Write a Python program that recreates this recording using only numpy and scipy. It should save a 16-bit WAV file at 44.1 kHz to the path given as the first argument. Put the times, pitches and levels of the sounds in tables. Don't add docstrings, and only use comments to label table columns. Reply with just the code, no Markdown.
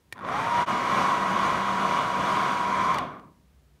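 import sys
import numpy as np
from scipy import signal
from scipy.fft import rfft, irfft
from scipy.io import wavfile
from scipy.ndimage import uniform_filter1d

SR = 44100
rng = np.random.default_rng(int(sys.argv[2]) if len(sys.argv) > 2 else 0)


def file_out(sig):
    cols = np.atleast_2d(sig).T
    lim = np.clip(cols, -1, 1)
    pcm = np.round(lim * 32767).astype(np.int16)
    wavfile.write(sys.argv[1], SR, pcm)


def convert_level_to_amplitude(level_db):
    exponent = np.asarray(level_db, float) / 20
    return 10 ** exponent


N = 167580
T = np.arange(N) / SR

# freq_hz, density_db_per_hz
ROOM_FLOOR = [(18, -46.5), (35, -23), (70, -11), (110, -18.5), (200, -23), (361, -27.5), (793, -34),
              (12700, -49)]
# freq_hz, level_db
HUM = [(60.5, -64), (72, -62.5), (145.3, -67), (215, -84)]
# time_s, level_db
WHISTLE = [
    (0.01, -82.5),
    (.15, -78),
    (3.1, -56),
    (3.3, -69.),
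    (3.42, -73),
    (3.47, -95),
]
# start_s, body_db, tick_db
SNAPS = [
    (.1155, -58, -80),
    (.1247, -26.5, -37),
    (.1263, -44, -33),
    (.1295, -50, -43),
    (.1335, -50, -48),
    (.138, -50, -52),
]
# start_s, body_db, tick_db
RELEASES = [
    (2.9443, -36, -33),
    (2.9848, -32, -34),
    (2.9875, -38, -43),
    (3.197, -60, -74),
]
# freq_hz, level_db, t60_s
SHELL = [(1840, -.5, .035), (2330, -2, .018), (1100, -14, .02), (1450, -13, .03), (2700, -9, .014),
         (3250, -12, .016), (4000, -11, .018), (4500, -12, .018), (5500, -13, .016), (6500, -16, .012),
         (8400, -15, .005)]
# freq_hz, level_db, t60_s
GRIP = [(2020, 11, 0.01), (2890, 8, 0.0097), (3660, 3, .008), (4330, 4, 0.0063), (5500, 0, 0.0063),
        (7400, -3, 0.0052), (9600, -2, 0.0057), (14500, -14, .004)]
# freq_hz, level_db, t60_s
SPRING = [(9400, 0, .005), (10400, -2, .004), (11400, -5, .003), (12600, -10, .004), (14000, -11, .004),
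          (600, -3, .008)]
# start_s, housing_db, grille_db
KNOCKS = [(.159, -46, -72), (.1708, -41, -64), (.1795, -32, -63), (.1907, -32, -55), (.197, -36, -64),
          (.209, -37, -72), (.2177, -38, -61), (.243, -33, -70), (.249, -27, -70), (.2795, -36, -52),
          (.2875, -23, -52), (.2935, -36, -52), (.33, -36, -50)]
# freq_hz, level_db, t60_s
HOUSING = [(980, -3, .018), (1400, .5, .014), (3500, -13, .012), (4500, -18, .008), (6000, -24, .006)]
# freq_hz, level_db, t60_s
GRILLE = [(9300, 0, .012), (9800, -3, .01), (11200, -9, .006)]
# multiple, level_db, waver_db, phase_jitter_rad
WHINE = [(1, -45, 2.5, .6), (5, -33, 1.2, .35), (8, -51, 2.5, .8), (10, -50.5, 2, .6), (15, -51.5, 2.5, .8),
         (25, -63, 2.5, .7), (35, -71, 3, 1.)]
# time_s, blade_db, octave_db, third_db
AIM = [(.2, -3., -3., -7), (.27, 3., -3, -7), (.33, 3., -3., -7), (.42, 1., -3., -7), (.52, 4.5, -2., -7),
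       (.64, 7.5, -2., -7), (.67, .1, -1., .1), (.85, .1, -1., -1), (.95, .1, 5., .1), (1.72, .1, 5., -1),
       (1.82, .1, -2., .1), (2.64, .1, -2, -1), (2.68, .8, -2, -9), (2.92, .5, -2., -9),
       (2.97, 3., -3., -9), (3.03, 3., -4., -9), (3.055, -7., -4., -9), (3.12, -14., -6., -9)]
# time_s, gain_db
NEAR = [(.1, -2), (.16, 7), (.186, -9), (.2, -3), (.235, -3), (.26, -1.5), (.4, 0.2), (.6, 0.24),
        (.8, 0.03), (2.6, 0.2), (2.72, -0.6), (2.95, -.5), (3.02, -2.5), (3.1, -4), (3.195, -4),
        (3.205, -8), (3.28, -7), (3.32, -21), (3.36, -30.5), (3.5, -52)]
# freq_hz, density_db_per_hz
AIR = [(18, -62.5), (30, -26), (188, -7), (733, -17.5), (904, -13.5), (1060, -0.5), (1690, -12.5),
       (6440, -34.5), (15700, -54)]
# freq_hz, power
AIR_POWER = [(60, 0.8), (300, 0.95), (1100, 1.54), (3000, 2), (8000, 2.6), (15000, 1.7)]
# freq_hz, width_hz, gain_db
BARREL = [(163, 90, -0.5), (732, 212, 11), (900, 69, -2.5), (1053, 67, 5.5), (1830, 230, -2.5),
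          (2300, 350, 4.5), (2620, 270, -3.5), (3380, 380, 4), (5120, 170, -6), (6110, 1800, 4),
          (593, 154, 4.5), (9070, 1040, 6), (10500, 990, -4.5), (11300, 830, 6)]
# freq_hz, width_hz, gain_db
EARLY = [(1000, 49, 7), (1068, 80, -4.5), (1160, 120, 1.5), (1900, 170, 7), (300, 200, -3)]
# freq_hz, width_hz, gain_db
LATE = [(1030, 80, 5), (2290, 250, 4), (2734, 300, -3.5), (700, 410, -0.5)]
# freq_hz, width_hz, gain_db
AWAY = [(965, 60, 4), (1048, 80, -4), (1180, 220, 4), (750, 250, -2.5), (2300, 400, 2), (3500, 700, 4),
        (6500, 2500, -2)]

ROOM_DB, WHISTLE_HZ = -69, 950
HUM_EARLY_DB, HUM_BACK_S = -12, 3.38
TICK_T60_S, TICK_LOW_HZ, TICK_TOP_HZ = .012, 2500, 8000
PRESS_S, DAMP_S = .0003, .0065
THUMP_S, THUMP_DB, THUMP_HZ, THUMP_T60_S = .128, -42, 110, .07
PING_S, PING_DB = .1263, -30
SHAFT_HZ, ON_S, SPIN_UP_S, SPIN_UP_SHAPE = 194.0, .13, .142, 1.36
OFF_S, COAST_S, COAST_SHAPE = 2.937, .235, 1.15
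WHINE_POWER, TOP_EARLY_DB = 2.5, -6
AIR_DB, PATCHY_DB, SWELL_DB = -25.5, 0.72, 1.5
FAR_DULL, FAR_BASS, AWAY_S = .4, .3, 2.96
ROOM_T60_S, WET_DB, SWITCH_SEND_DB = 0.45, -20, -5
CUT_S, CUT_OUT_S, CUT_IN_S, CUT_DB = 0.6573, 0.037, 0.031, -41.5
SPLICE_S, SPLICE_HALF_S, SPLICE_DB = 2.657, .003, -6
MIC_LOW_HZ, EDGE_HZ = 43.8, 15740


def evened(x):
    return x / np.sqrt(np.mean(x ** 2) + 1e-20)


def read(points, hz):
    f, value = np.transpose(points)
    return np.interp(np.log(hz + 1), np.log(f + 1), value)


def drift(rate_hz):
    coarse = rng.standard_normal(400)
    return evened(uniform_filter1d(np.interp(T * rate_hz, np.arange(400), coarse), size=600))


def room_tone():
    hz = np.fft.rfftfreq(N, 1 / SR)
    shape = rfft(rng.standard_normal(N)) * convert_level_to_amplitude(read(ROOM_FLOOR, hz))
    noise = irfft(shape, N) / np.std(irfft(shape * (hz > 250), N))
    hum = np.zeros(N)
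    for f, db in HUM:
        hum += convert_level_to_amplitude(db + 1.5 * drift(8)) * np.sqrt(2) * np.sin(2 * np.pi * (f * T + rng.random()))
    hum *= convert_level_to_amplitude(HUM_EARLY_DB * (1 - np.clip((T - HUM_BACK_S) / 0.15, 0, 1)))
    whistle_db = np.interp(T, *np.transpose(WHISTLE)) + 3 * drift(19)
    whistle = convert_level_to_amplitude(whistle_db) * np.sin(2 * np.pi * WHISTLE_HZ * T + 1.2 * drift(43))
    return convert_level_to_amplitude(ROOM_DB) * noise + whistle + hum


def ring(modes, t):
    phase = rng.random(len(modes))
    return sum(convert_level_to_amplitude(db - 60 * t / t60) * np.sin(2 * np.pi * (hz * t + 0.21 * p))
               for (hz, db, t60), p in zip(modes, phase))


def switch():
    t, out = np.arange(2000) / SR, np.zeros(N)

    def strike(start_s, rise_s, blow):
        out[round(start_s * SR):][:2000] += np.minimum(t / rise_s, 1) * blow

    band = signal.butter(1, [TICK_LOW_HZ, TICK_TOP_HZ], "band", fs=SR)
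    for s, body_db, tick_db in SNAPS + RELEASES:
        tick = signal.lfilter(*band, rng.standard_normal(2000)) * convert_level_to_amplitude(-60 * t / TICK_T60_S)
        if s < OFF_S:
            body = ring(SHELL, t) * np.minimum(t / PRESS_S, 1) / (1 + (t / DAMP_S) ** 6)
        else:
            body = ring(GRIP, t)
        strike(s, 0.0001, convert_level_to_amplitude(body_db) * body + convert_level_to_amplitude(tick_db) * tick)
    thump = [(THUMP_HZ, 0, THUMP_T60_S), (2.7 * THUMP_HZ, -3, .03)]
    strike(THUMP_S, 0.0016, convert_level_to_amplitude(THUMP_DB) * ring(thump, t))
    strike(PING_S, 0.00017, convert_level_to_amplitude(PING_DB) * ring(SPRING, t))
    for s, db, sparkle_db in KNOCKS:
        strike(s, 0.00044, convert_level_to_amplitude(db) * ring(HOUSING, t) + convert_level_to_amplitude(sparkle_db) * ring(GRILLE, t))
    return out


def speed(t):
    up = 1 - np.exp(-(np.maximum(t - ON_S, 0) / SPIN_UP_S) ** SPIN_UP_SHAPE)
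    coast = np.exp(-(np.maximum(t - OFF_S, 0) / COAST_S) ** COAST_SHAPE)
    return np.maximum(up * coast, 1e-4)


def whine():
    s = speed(T)
    at, blade_db, octave_db, third_db = np.transpose(AIM)
    aim_db = {5: np.interp(T, at, blade_db), 10: np.interp(T, at, octave_db), 15: np.interp(T, at, third_db)}
    turn = 2 * np.pi * np.cumsum(SHAFT_HZ * s * (1 + 0.001 * drift(3))) / SR
    out = np.zeros(N)
    for k, db, waver_db, jitter_rad in WHINE:
        turned_db = aim_db.get(k, TOP_EARLY_DB * (T < CUT_S) * (k > 12))
        level = convert_level_to_amplitude(db + turned_db + waver_db * drift(8.84))
        out += level * np.sqrt(2) * np.sin(k * turn + jitter_rad * drift(30))
    return out * s ** WHINE_POWER * convert_level_to_amplitude(np.interp(T, *np.transpose(NEAR)))


def hiss(field_db):
    a, b = rng.standard_normal((field_db.shape[1], 257, 2)).T
    return signal.istft((a + 1j * b) * convert_level_to_amplitude(field_db), nperseg=512, noverlap=384)[1][:N]


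def bumps(table, hz):
    return sum(db / (1 + (2 * (hz - f) / w) ** 2) for f, w, db in table)


def air():
    t, hz = np.arange(N // 128 + 5) * 128 / SR, np.fft.rfftfreq(512, 1 / SR)
    patches = rng.standard_normal((len(t), 257)).T
    patches = uniform_filter1d(patches, size=8, axis=0)
    patches = evened(uniform_filter1d(patches, size=20, axis=1))
    near_db = np.interp(t, *np.transpose(NEAR))
    dull = 1 + FAR_DULL * np.log2(np.maximum(hz, 1000) / 1000)
    dull += FAR_BASS * np.log2(np.clip(hz, 150, 1000) / 1000)
    speed_db = read(AIR_POWER, hz)[:, None] * 20 * np.log10(speed(t))
    flow = hiss(speed_db + dull[:, None] * near_db + PATCHY_DB * patches) * convert_level_to_amplitude(SWELL_DB * drift(6.1))
    fine_hz = np.fft.rfftfreq(N, 1 / SR)
    colour_db = read(AIR, fine_hz) + bumps(BARREL, fine_hz)
    spectrum = rfft(flow)

    def coloured(turn_db):
        return irfft(spectrum * convert_level_to_amplitude(colour_db + turn_db), N)

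    rush = coloured(0)
    early, late, away = (coloured(bumps(table, fine_hz)) for table in (EARLY, LATE, AWAY))
    out = np.select([T < CUT_S, T > AWAY_S, T > SPLICE_S], [early, away, late], rush)
    return convert_level_to_amplitude(AIR_DB) * out / np.std(rush[SR:2 * SR])


def room(x):
    t = np.arange(SR // 2) / SR
    tail = rng.standard_normal(len(t)) * convert_level_to_amplitude(-60 * t / ROOM_T60_S) * (t > .004)
    tail = signal.lfilter([.3], [1, -.7], tail)
    return signal.fftconvolve(x, tail / np.linalg.norm(tail))[:N]


def scene():
    fan, clicks = air() + whine(), switch()
    tail = room(fan + convert_level_to_amplitude(SWITCH_SEND_DB) * clicks)
    return (fan + clicks + convert_level_to_amplitude(WET_DB) * tail + room_tone())[None]


def top_cut(x):
    return signal.sosfilt(signal.butter(12, 16180, fs=SR, output="sos"), x)


def record(dry):
    mic = signal.lfilter(*signal.butter(2, MIC_LOW_HZ, "high", fs=SR), dry)
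    ramp = np.clip(np.maximum((CUT_S - T) / CUT_OUT_S, (T - CUT_S) / CUT_IN_S), 0, 1)
    mix = mic * np.maximum(ramp, convert_level_to_amplitude(CUT_DB))
    mix = mix * convert_level_to_amplitude(SPLICE_DB * np.clip(1 - abs(T - SPLICE_S) / SPLICE_HALF_S, 0, 1))
    lowpass = signal.firwin(1023, EDGE_HZ, window=("kaiser", 9), fs=SR)
    mix = signal.oaconvolve(mix, lowpass[None], "same")
    return top_cut(mix)


dry = scene()
out = record(dry)
file_out(out)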